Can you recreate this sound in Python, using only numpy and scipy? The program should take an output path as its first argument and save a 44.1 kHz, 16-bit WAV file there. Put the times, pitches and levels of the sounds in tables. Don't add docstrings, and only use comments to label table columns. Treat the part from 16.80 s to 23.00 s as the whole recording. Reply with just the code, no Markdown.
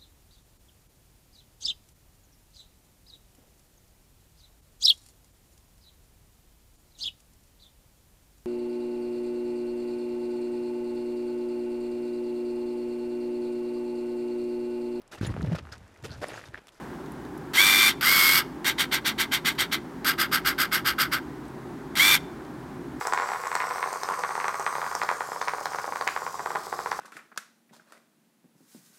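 import sys
import numpy as np
from scipy import signal
from scipy.fft import rfft, irfft
from scipy.io import wavfile

SR = 44100
rng = np.random.default_rng(int(sys.argv[2]) if len(sys.argv) > 2 else 0)


def dump(signal):
    limited = np.clip(np.atleast_2d(signal).T, -1, 1)
    pcm = np.round(limited * 32767).astype(np.int16)
    wavfile.write(sys.argv[1], SR, pcm)


N = 273420
TEETH = 12


def undb(db):
    return 10 ** (np.asarray(db) / 20)


def level(x, db):
    return x * undb(db) / np.sqrt(np.mean(x ** 2))


def resonance(f, hz, width):
    return 1 / (1 + ((f / hz - hz / f) * hz / width) ** 2)


def frequencies(size):
    return np.maximum(np.arange(size // 2 + 1) * SR / size, 1)


def noise(gain):
    return irfft(rfft(rng.standard_normal(N)) * gain, N)


def walk(rate):
    return level(noise(1 / (1 + (frequencies(N) / rate) ** 4)), 0)


def burst(t, start, t60):
    decay = np.exp(-np.log(1000) * np.maximum(t - start, 0) / t60)
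    return (t >= start) * decay * rng.standard_normal(N)


def filtered(x, order, hz, kind="low"):
    return signal.sosfilt(signal.butter(order, hz, btype=kind, fs=SR, output="sos"), x)


# frequency in Hz, relative density in dB per Hz.
AIR = [(20, -31), (60, 4), (100, -19), (300, -2.5), (460, -1.5), (690, -2.5), (820, 1.5), (1000, -0.5),
       (1250, -5), (1600, -5.5), (2600, -18.5), (5500, -25), (11000, -30), (15500, -33)]
# centre in Hz, width setting in Hz (doubled, then narrowed by squaring), relative peak in dB.
HUM = [(59.4, 14, -9.5), (71.6, 28, -11.5), (133, 15, -1.5), (167.2, 16, -0.5), (217.3, 9.9, 0),
       (260, 21, 2), (306, 8.2, 2.5), (322, 16, -11), (357.4, 26, 1), (406.6, 6.4, -2)]


def background(t, hum_db=-39, air_db=-45.5, early_db=4, settle_s=0.17):
    f = frequencies(N)
    hum_power = sum(undb(db) ** 2 * resonance(f, hz, 2 * width) ** 2 for hz, width, db in HUM)
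    hum = noise(np.sqrt(hum_power))
    air_hz, air_shape = np.transpose(AIR)
    air = noise(undb(np.interp(np.log(f), np.log(air_hz), air_shape)))
    swell_db = early_db * np.exp(-t / settle_s) + 0.19 * walk(6.3)
    return level(hum, hum_db) + level(air, air_db) * undb(swell_db)


def room(x, t, t60=0.42, wet_db=-29, damp_hz=6000):
    tail = filtered(burst(t, 0.0031, t60)[:SR], 1, damp_hz)
    return signal.fftconvolve(x, undb(wet_db) * tail / np.linalg.norm(tail))[:N]


# start in seconds, relative level in dB, main ring in Hz, 60 dB decay time in seconds.
TICKS = [(.260, -49, 3200, .03), (.319, -48, 11000, .03), (.451, -50, 3500, .02), (.577, -48, 11000, .03),
         (4.653, -51, 4200, .025), (4.681, -52, 8200, .03), (5.650, -51, 4000, .02),
         (6.172, -54, 4200, .02)]


def body_ticks(t, width_hz=1200, broad=.04):
    f = frequencies(N)
    out = 0
    for start, db, hz, t60 in TICKS:
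        power = resonance(f, hz, width_hz) + broad * resonance(f, 6000, 6000)
        colour = level(np.sqrt(power), db)
        out = out + irfft(rfft(burst(t, start, t60)) * colour, N)
    return out


# start in seconds, level in dB before the housing.
SLIPS = [(2.721, -39), (2.750, -45), (3.991, -39)]


def knocks(t, back, t60=0.077, delay_s=.003, out_db=-29.5, back_db=-26):
    reversals = np.flatnonzero(np.diff(back)) + 1
    backlash = [(t[i] + delay_s, back_db if back[i] else out_db) for i in reversals]
    return sum(undb(db) * burst(t, start, t60) for start, db in backlash + SLIPS)


def slack(t, speed, bounce_hz=115, dull_hz=2200):
    coasting = (np.gradient(speed) < 0) * np.sqrt(speed)
    phase = (bounce_hz * t + 0.145 * walk(24.0)) % 1
    bounces = np.exp(-phase / 0.1)
    return coasting * bounces * filtered(rng.standard_normal(N), 2, dull_hz)


# centre in Hz, width in Hz, level in dB before the judder and housing.
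BARREL = [(3570, 1430, -34.5), (1530, 330, -37.5)]


def barrel(speed):
    f = frequencies(N)
    judder = speed ** 2 * (1 - speed)
    scrape = [level(noise(np.sqrt(resonance(f, hz, width))), db) for hz, width, db in BARREL]
    return np.array(scrape) * judder / judder.max()


# start in seconds, powered seconds, coasting seconds, direction (0 out, 1 back).
RUNS = [(.732, .356, .075, 0), (1.207, .380, .070, 1), (5.151, .204, .050, 0)]
# start in seconds, usual powered seconds per nudge, coasting seconds, level trim in dB,
# direction (0 out, 1 back).
TRAINS = [(1.842, .0355, .081, 1.5, 0), (3.2425, .040, .091, 1.38, 1)]
RUN_DB = -0.03
NUDGES_PER_TRAIN, NUDGE_EVERY_S = 9, .1335
FIRST_NUDGE, LAST_NUDGE = 1.18, .68
NUDGE_GROWTH_DB = 0.02


def moves():
    rows = [(start, powered, coasting, RUN_DB, direction) for start, powered, coasting, direction in RUNS]
    for start, powered, coasting, db, direction in TRAINS:
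        shares = [FIRST_NUDGE] + [1] * (NUDGES_PER_TRAIN - 2) + [LAST_NUDGE]
        for k, share in enumerate(shares):
            growth = NUDGE_GROWTH_DB * (k - NUDGES_PER_TRAIN // 2)
            rows.append((start + k * NUDGE_EVERY_S, powered * share, coasting, db + growth, direction))
    return sorted(rows)


def motion(t, spin_up_s=.0226):
    speed, gain, back = np.zeros(N), np.ones(N), np.ones(N)
    for start, powered, coasting, db, direction in moves():
        rise = 1 - np.exp(-np.clip(t - start, 0, powered) / spin_up_s)
        speed += rise * np.clip(1 - (t - start - powered) / coasting, 0, 1) ** 2
        gain[t >= start], back[t >= start] = undb(db), direction
    return speed, gain, back


# time in seconds, whine at twice the tooth rate in Hz.
BACK_WHINE = [(1.29, 2191), (1.356, 2225), (1.482, 2167), (1.58, 2233)]


def shaft_turns(t, speed, back, out_turns_per_s=98.4):
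    back_rate = np.interp(t, *np.transpose(BACK_WHINE)) / (2 * TEETH)
    return np.cumsum(speed * np.where(back, back_rate, out_turns_per_s)) / SR


# dB driving out, dB driving back (both before the housing), depth of the once-a-turn throb.
WHINE = [(-54, -54, .3), (-27, -29, .25), (-27.5, -40, .4), (-46, -47, .6), (-41, -52, .6), (-50, -54, .6),
         (-43, -51, .6)]


def whine(turns, speed):
    mesh = 2 * np.pi * TEETH * turns + .12 * walk(60)
    out, back = 0, 0
    for k, (out_db, back_db, throb) in enumerate(WHINE, 1):
        swell = 1 + throb * np.sin(2 * np.pi * turns)
        tone = np.sin(k * mesh) * swell * undb(1.3 * walk(80))
        out = out + undb(out_db) * tone
        back = back + undb(back_db) * tone
    sing = np.array([out * np.interp(speed, [0, .83, .89], [0, .15, 1]), back * speed ** 4])
    return sing * np.where(np.gradient(speed) < 0, .35, 1)


def rubbing(turns, size=400):
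    return np.interp(turns % 1, np.arange(size) / size, rng.standard_normal(size), period=1)


def tooth_strikes(turns, scatter_db=1.5, wear_db=2.0, jitter_samples=9):
    jitter, scatter = rng.standard_normal((2, N))
    teeth = np.flatnonzero(np.diff(np.floor(turns * TEETH)))
    faults = rng.permutation(np.linspace(-np.pi / 2, np.pi / 2, TEETH))
    wear = np.resize(faults, len(teeth))
    when = np.clip(teeth + (jitter_samples * jitter[teeth]).astype(int), 0, N - 1)
    strikes = np.zeros(N)
    strikes[when] = undb(wear_db * wear + scatter_db * scatter[teeth])
    return strikes


def rattle(turns, speed, grit_db=-1, throb=0.096, chatter_db=1.24, slow_chatter_db=5.0,
           bright_hz=4200, bright_db=4.0):
    grit = rng.standard_normal(N) * undb(1.5 * rng.standard_normal(N))
    chatter = undb((chatter_db + slow_chatter_db * (0.5 - speed)) * walk(260))
    strikes = tooth_strikes(turns)
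    strikes = strikes / np.sqrt(np.mean(strikes[speed > .5] ** 2))
    force = strikes + level(grit, grit_db) + rubbing(turns)
    force *= chatter * (1 + throb * np.sin(2 * np.pi * turns))
    dull = filtered(force, 3, bright_hz, "low")
    bright = filtered(force, 3, bright_hz, "high")
    return dull * speed ** 1.26 + undb(bright_db) * bright * speed ** 1.74


# centre in Hz, width in Hz, relative peak in dB driving out, relative peak in dB driving back.
HOUSING = [(510, 81, -13.5, -13.5), (907, 110, -10.5, -21), (1230, 470, -10.5, -40), (1310, 230, -8.5, -2),
           (1577, 75, 0, -1), (2076, 197, 0, -2.5), (2270, 110, -9, -18), (2850, 104, -10.5, -6),
           (3164, 69, -3, -5), (3410, 140, -11, -8), (3676, 460, -8.5, -13.5), (4495, 420, -11, -10),
           (4880, 210, -49, -7.5), (5525, 78, -12, -12.5), (5830, 200, -14, -24), (6960, 160, -13.5, -20),
           (8244, 380, -13.5, -15), (10330, 200, -15, -16), (11180, 190, -17.5, -18),
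           (11960, 160, -12.5, -9), (12770, 580, -13, -10), (14343, 290, -18, -19)]


def housing(force, direction, low_hz=620, size=4096):
    f = frequencies(size)
    power = sum(undb(dbs[direction]) ** 2 * resonance(f, hz, width) for hz, width, *dbs in HOUSING)
    power = power / (1 + (low_hz / f) ** 4) + 10 ** -3.2
    cepstrum = irfft(np.log(power) / 2)
    cepstrum[1:size // 2] *= 2
    cepstrum[size // 2 + 1:] = 0
    ring = irfft(np.exp(rfft(cepstrum)))
    return signal.fftconvolve(force, ring / np.linalg.norm(ring))[:N]


def lens_drive(t, rattle_db=-26, slack_out_db=-29, slack_back_db=-22):
    speed, gain, back = motion(t)
    turns = shaft_turns(t, speed, back)
    loose = undb(np.where(back, slack_back_db, slack_out_db)) * slack(t, speed)
    driven = gain * (undb(rattle_db) * rattle(turns, speed) + barrel(speed))
    force_out, force_back = driven + whine(turns, speed) + loose + knocks(t, back)
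    return housing(force_out * (1 - back), 0) + housing(force_back * back, 1)


def scene():
    t = np.arange(N) / SR
    camera = lens_drive(t) + body_ticks(t)
    return (camera + room(camera, t) + background(t))[None]


def record(dry, top_hz=15850):
    return signal.sosfilt(signal.ellip(10, .2, 80, top_hz, fs=SR, output="sos"), dry)


dry = scene()
out = record(dry)
dump(out)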